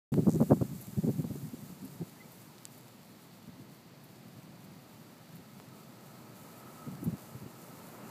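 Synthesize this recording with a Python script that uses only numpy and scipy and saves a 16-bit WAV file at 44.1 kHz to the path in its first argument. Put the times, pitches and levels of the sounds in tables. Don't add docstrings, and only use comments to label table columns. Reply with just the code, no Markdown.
import sys
import numpy as np
from scipy import signal
from scipy.fft import rfft, irfft, next_fast_len
from scipy.io import wavfile
from scipy.ndimage import uniform_filter1d

SR = 44100
rng = np.random.default_rng(int(sys.argv[2]) if len(sys.argv) > 2 else 0)


def master(y):
    cut = np.clip(np.atleast_2d(y).T, -1, 1)
    pcm = np.round(cut * 32767)
    wavfile.write(sys.argv[1], SR, pcm.astype(np.int16))


N = 357210
TIME_S = np.arange(N) / SR

# (centre time [s], level [dB], half-length [s])
GUST_SWELLS = [(0.43, -31.5, 0.23), (1.277, -41, 0.2), (1.87, -53.5, 0.17), (3.547, -53.5, 0.082),
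               (4.5, -56.5, 0.36), (5.354, -57.5, 0.09), (7.06, -46.5, 0.13)]
# (centre time [s], level [dB], half-length [s], pitch reach [Hz])
BIG_EDDIES = [(0.133, -27.5, 0.026, 283), (0.188, -20.5, 0.011, 300), (0.282, -18, 0.011, 318),
              (0.358, -25.5, 0.015, 285), (0.417, -20.5, 0.012, 390), (0.521, -16.5, 0.011, 440),
              (0.573, -37, 0.0021, 380), (0.62, -22, 0.006, 333), (0.986, -24, 0.009, 229),
              (1.046, -25.5, 0.0081, 242), (1.088, -25, 0.016, 293), (1.196, -26.5, 0.0095, 225),
              (1.247, -30.5, 0.004, 360), (1.31, -33.5, 0.0061, 240), (1.359, -38, 0.0046, 373),
              (1.443, -38, 0.019, 207), (1.541, -33.5, 0.0047, 221), (1.844, -41.5, 0.021, 233),
              (2.019, -32.5, 0.011, 227), (6.881, -36, 0.009, 260), (6.93, -41.5, 0.031, 198),
              (7.032, -32.5, 0.0047, 210), (7.078, -27, 0.013, 209), (7.136, -32.5, 0.0092, 180),
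              (7.357, -38, 0.006, 180), (7.431, -40.5, 0.01, 218), (7.464, -38.5, 0.0038, 250)]
# (time [s], level [dB])
BREEZE_LEVEL = [(0.4, -57.5), (1.06, -57.5), (2.69, -64.5), (3.85, -68), (5.35, -65.5), (6.13, -64),
                (6.83, -61), (8.1, -61)]
# (frequency [Hz], level [dB])
STALK_SPECTRUM = [(710, -26), (1200, -8), (1300, -12), (1570, -3.5), (2130, -1.5), (3230, -4.5),
                  (4610, -1.5), (5390, -8.5), (6000, -9.5), (7800, -27), (13200, -120)]
# (frequency [Hz], level [dB])
AWN_SPECTRUM = [(3180, -23), (5400, -10), (7310, 0.5), (9770, -3.5), (12200, 1), (14600, -1), (15200, -1)]
# (time [s], level [dB])
ROAD_LEVEL = [(2.2, -62.5), (3.48, -64), (4.9, -62), (5.52, -62.5), (6.96, -57), (7.54, -59.5), (8.1, -53)]
# (frequency [Hz], level [dB])
ENGINE_SPECTRUM = [(24, -55), (40, -30), (86, -19.5), (105, -8), (119, -2.5), (193, -3), (237, -3.5),
                   (291, -11.5), (360, -14.5), (600, -24), (780, -33), (1320, -120)]
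# (frequency [Hz], level [dB])
ROAD_SPECTRUM = [(180, -23), (300, 1.5), (472, -3), (636, -1.5), (756, -3.5), (891, -3), (1080, -6.5),
                 (1290, -7), (1470, -11), (3000, -20.5), (3900, -53), (6600, -120)]
# (time [s], level [dB])
WHINE_LEVEL = [(5.1, -78), (5.8, -68), (6.35, -67), (6.68, -58.5), (6.88, -58), (7.05, -68), (8.1, -63.5)]
# (time [s], level [dB])
BODY_KNOCKS = [(0.1408, -31), (5.6003, -41)]
# (time [s], level [dB])
EAR_BRUSHES = [(0.812, -34), (1.421, -39.5), (1.85, -40), (2.317, -37), (2.775, -40), (4.038, -41),
               (4.642, -42), (5.354, -39), (6.576, -40), (7.041, -31)]
# (centre time [s], pitch [Hz], level [dB])
BIRD_NOTES = [(2.176, 1780, -64), (2.213, 2050, -51.5), (2.252, 2300, -65)]
# (time [s], level [dB], ring frequency [Hz])
STRAW_SNAPS = [(2.5826, -38.5, 4100), (2.6539, -21, 7500)]


def from_db(db):
    return 10 ** (np.asarray(db) / 20)


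def rms_one(x):
    return x / np.sqrt(np.mean(x ** 2) + 1e-20)


def level_curve(rows):
    return np.interp(TIME_S, *np.transpose(rows))


def following(level_db, share):
    return level_db.mean() + share * (level_db - level_db.mean())


def bell_power(centre_s, db, half_s):
    return from_db(db) ** 2 * np.exp(-np.minimum(((TIME_S - centre_s) / half_s) ** 2, 40))


def drift(rate_hz):
    hop, settle = 40, 2000
    pole = np.exp(-2 * np.pi * rate_hz * hop / SR)
    noise = rng.standard_normal(N // hop + settle + 2)
    slow = signal.lfilter([1], [1, -2 * pole, pole * pole], noise)[settle:]
    return np.interp(np.arange(N) / hop, np.arange(len(slow)), rms_one(slow))


def butterworth(x, order, hz, kind):
    return signal.sosfilt(signal.butter(order, hz, kind, fs=SR, output="sos"), x)


def resonance(x, hz, width_hz):
    radius = np.exp(-np.pi * width_hz / SR)
    feedforward = np.array([1, 0, -1]) * (1 - radius ** 2) / 2
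    feedback = [1, -2 * radius * np.cos(2 * np.pi * hz / SR), radius ** 2]
    return signal.lfilter(feedforward, feedback, x + 1e-18)


def coloured(x, spectrum):
    size = next_fast_len(N)
    hz, db = np.transpose(spectrum)
    bins_hz = np.maximum(np.fft.rfftfreq(size, 1 / SR), 1)
    gain_db = np.interp(np.log(bins_hz), np.log(hz), db, left=-120, right=-120)
    return rms_one(irfft(rfft(x, size) * from_db(gain_db), size)[:N])


def crackle(per_s, spread_db):
    sizes = from_db(spread_db * np.minimum(rng.exponential(1, N), 5))
    signs = rng.choice([-1, 1], N)
    return rms_one(sizes * signs * (rng.random(N) < per_s / SR))


def buffeting(gust_db, gust_reach_hz, lump_db, lump_hz, rolloff_order, low_cut_hz,
              port_hz, port_width_hz, port_db, smooth_s):
    small_eddies = from_db(gust_db + lump_db * drift(lump_hz))
    power = sum(bell_power(*gust) for gust in GUST_SWELLS) * small_eddies ** 2
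    weighted_reach = power * gust_reach_hz
    for centre_s, db, half_s, reach_hz in BIG_EDDIES:
        eddy = bell_power(centre_s, db, half_s)
        power += eddy
        weighted_reach += eddy * reach_hz
    corner_hz = weighted_reach / power
    white = rng.standard_normal((2, N))
    swirl = np.zeros(N)
    edges_hz = 25 * 2 ** (np.arange(14) / 2)
    for k, (low_hz, high_hz) in enumerate(zip(edges_hz, edges_hz[1:])):
        band = butterworth(white[k % 2], 3, [low_hz, high_hz], "band")
        swirl += band / np.sqrt(1 + (np.sqrt(low_hz * high_hz) / corner_hz) ** (2 * rolloff_order))
    swirl = butterworth(swirl, 3, low_cut_hz, "high")
    swirl += from_db(port_db) * resonance(swirl, port_hz, port_width_hz)
    span = int(smooth_s * SR)
    swirl_power = uniform_filter1d(uniform_filter1d(swirl ** 2, span), span) + 1e-14
    return butterworth(swirl * np.sqrt(power / swirl_power), 2, 85, "high")


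def wheat(stalk_db, stalk_follow, awn_db, contacts_per_s, near_share, flutter_db):
    breeze_db = level_curve(BREEZE_LEVEL)
    sway = drift(rate_hz=9)
    near = crackle(contacts_per_s * from_db(2.8 * sway), spread_db=4)
    rubbing = np.sqrt(near_share) * near + np.sqrt(1 - near_share) * rng.standard_normal(N)
    stalks = coloured(rubbing + 1.55 * rng.standard_normal(N), STALK_SPECTRUM)
    stalks *= from_db(following(breeze_db, stalk_follow) + stalk_db)
    awns = from_db(breeze_db + awn_db + flutter_db * sway) * coloured(rubbing, AWN_SPECTRUM)
    return stalks + awns


def traffic(engine_db, engine_follow, roar_db, whine_db, whine_hz, whine_width_hz, throb_db, throb_hz):
    road_db = level_curve(ROAD_LEVEL)
    rumble = coloured(rng.standard_normal(N), ENGINE_SPECTRUM)
    rumble *= from_db(following(road_db, engine_follow) + engine_db)
    roar = from_db(road_db + roar_db) * coloured(rng.standard_normal(N), ROAD_SPECTRUM)
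    tread = resonance(rng.standard_normal(N), whine_hz, whine_width_hz)
    tread = rms_one(resonance(tread, whine_hz, whine_width_hz))
    waver_db = throb_db * np.cos(2 * np.pi * throb_hz * TIME_S) + 2 * drift(rate_hz=7.2)
    whine = from_db(level_curve(WHINE_LEVEL) + whine_db + waver_db) * tread
    return rumble + roar + whine


def knocks(gain_db, ring_hz, width_hz):
    taps = np.zeros(N)
    for at_s, db in BODY_KNOCKS:
        taps[int(at_s * SR)] = from_db(db + gain_db)
    unit_peak = resonance(signal.unit_impulse(256), ring_hz, width_hz).max()
    return resonance(taps, ring_hz, width_hz) / unit_peak


def flaps(gain_db, tear_hz, db_per_octave, gap_s, half_swing_s, fade_db_per_flap):
    out = np.zeros(N)
    for centre_s, db, half_s, reach_hz in BIG_EDDIES:
        if reach_hz <= tear_hz:
            continue
        first_db = db + gain_db + db_per_octave * np.log2(reach_hz / tear_hz)
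        for k, at_s in enumerate(np.arange(centre_s - half_s, centre_s + half_s, gap_s)):
            span = slice(int((at_s - .005) * SR), int((at_s + .005) * SR))
            offset = (TIME_S[span] - at_s) / half_swing_s
            swing = offset * np.exp((1 - offset ** 2) / 2)
            out[span] += from_db(first_db - fade_db_per_flap * k) * swing
    return butterworth(out + 1e-18, 2, 180, "high")


def grasshopper(at_s, count, ticks_per_s, wing_hz, width_hz, peak_db):
    ticks = np.zeros(N)
    times_s = at_s + (np.arange(count) + rng.normal(0, 0.18, count)) / ticks_per_s
    ticks[(times_s * SR).astype(int)] = from_db(rng.normal(0, 1, count))
    rasp = resonance(resonance(ticks, wing_hz, width_hz), wing_hz, width_hz)
    return from_db(peak_db) * rasp / np.abs(rasp).max()


def brushes(gain_db, ring_hz, width_hz, ticks_per_s, decay_s):
    out = np.zeros(N)
    ticks = crackle(ticks_per_s, spread_db=2.9)
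    for at_s, db in EAR_BRUSHES:
        span = slice(int(at_s * SR), int((at_s + .15) * SR))
        age_s = np.maximum(TIME_S[span] - at_s, 0)
        bristles = resonance(ticks[span] * np.exp(-age_s / decay_s), ring_hz, width_hz)
        out[span] += from_db(db + gain_db) * resonance(bristles, ring_hz, width_hz)
    return out


def bird(half_note_s):
    out = np.zeros(N)
    for centre_s, top_hz, db in BIRD_NOTES:
        offset = np.clip((TIME_S - centre_s) / half_note_s, -5, 5)
        pitch_hz = top_hz * (1 - 0.022 * offset ** 2)
        out += from_db(db) * np.exp(-offset ** 2) * np.sin(2 * np.pi * np.cumsum(pitch_hz) / SR)
    return out


def snaps(gain_db, ring_q, crack_width_hz):
    out = np.zeros(N)
    click = signal.unit_impulse(1024)
    for at_s, db, ring_hz in STRAW_SNAPS:
        ring = resonance(click, ring_hz, ring_hz / ring_q)
        crack = resonance(click, 0.66 * ring_hz, crack_width_hz)
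        snap = ring / np.abs(ring).max() + crack / np.abs(crack).max()
        start = int(at_s * SR)
        out[start:start + len(snap)] += from_db(db + gain_db) * snap / np.abs(snap).max()
    return out


def scene():
    mix = buffeting(gust_db=-2, gust_reach_hz=195, lump_db=5, lump_hz=25, rolloff_order=3.515,
                    low_cut_hz=128, port_hz=161, port_width_hz=80, port_db=1, smooth_s=0.0094)
    mix += wheat(stalk_db=-2.5, stalk_follow=0.15, awn_db=-0.02, contacts_per_s=400,
                 near_share=0.13, flutter_db=1.07)
    mix += traffic(engine_db=6, engine_follow=0.46, roar_db=2, whine_db=-2, whine_hz=1293,
                   whine_width_hz=66, throb_db=1, throb_hz=11.52)
    mix += knocks(gain_db=5.5, ring_hz=700, width_hz=570)
    mix += flaps(gain_db=-9.5, tear_hz=314, db_per_octave=12, gap_s=0.011,
                 half_swing_s=0.00029, fade_db_per_flap=2)
    mix += grasshopper(at_s=.295, count=7, ticks_per_s=95, wing_hz=7000, width_hz=3400, peak_db=-33)
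    mix += brushes(gain_db=-9, ring_hz=13100, width_hz=6100, ticks_per_s=2700, decay_s=0.012)
    mix += bird(half_note_s=0.011)
    mix += snaps(gain_db=-2.5, ring_q=8.9, crack_width_hz=4600)
    return mix[None]


def record(dry):
    open_s, fade_s, cutoff_hz = .119, .003, 15250
    opened = dry * np.clip((TIME_S - open_s) / fade_s, 0, 1)
    return signal.sosfilt(signal.ellip(12, .1, 80, cutoff_hz, fs=SR, output="sos"), opened)


dry = scene()
out = record(dry)
master(out)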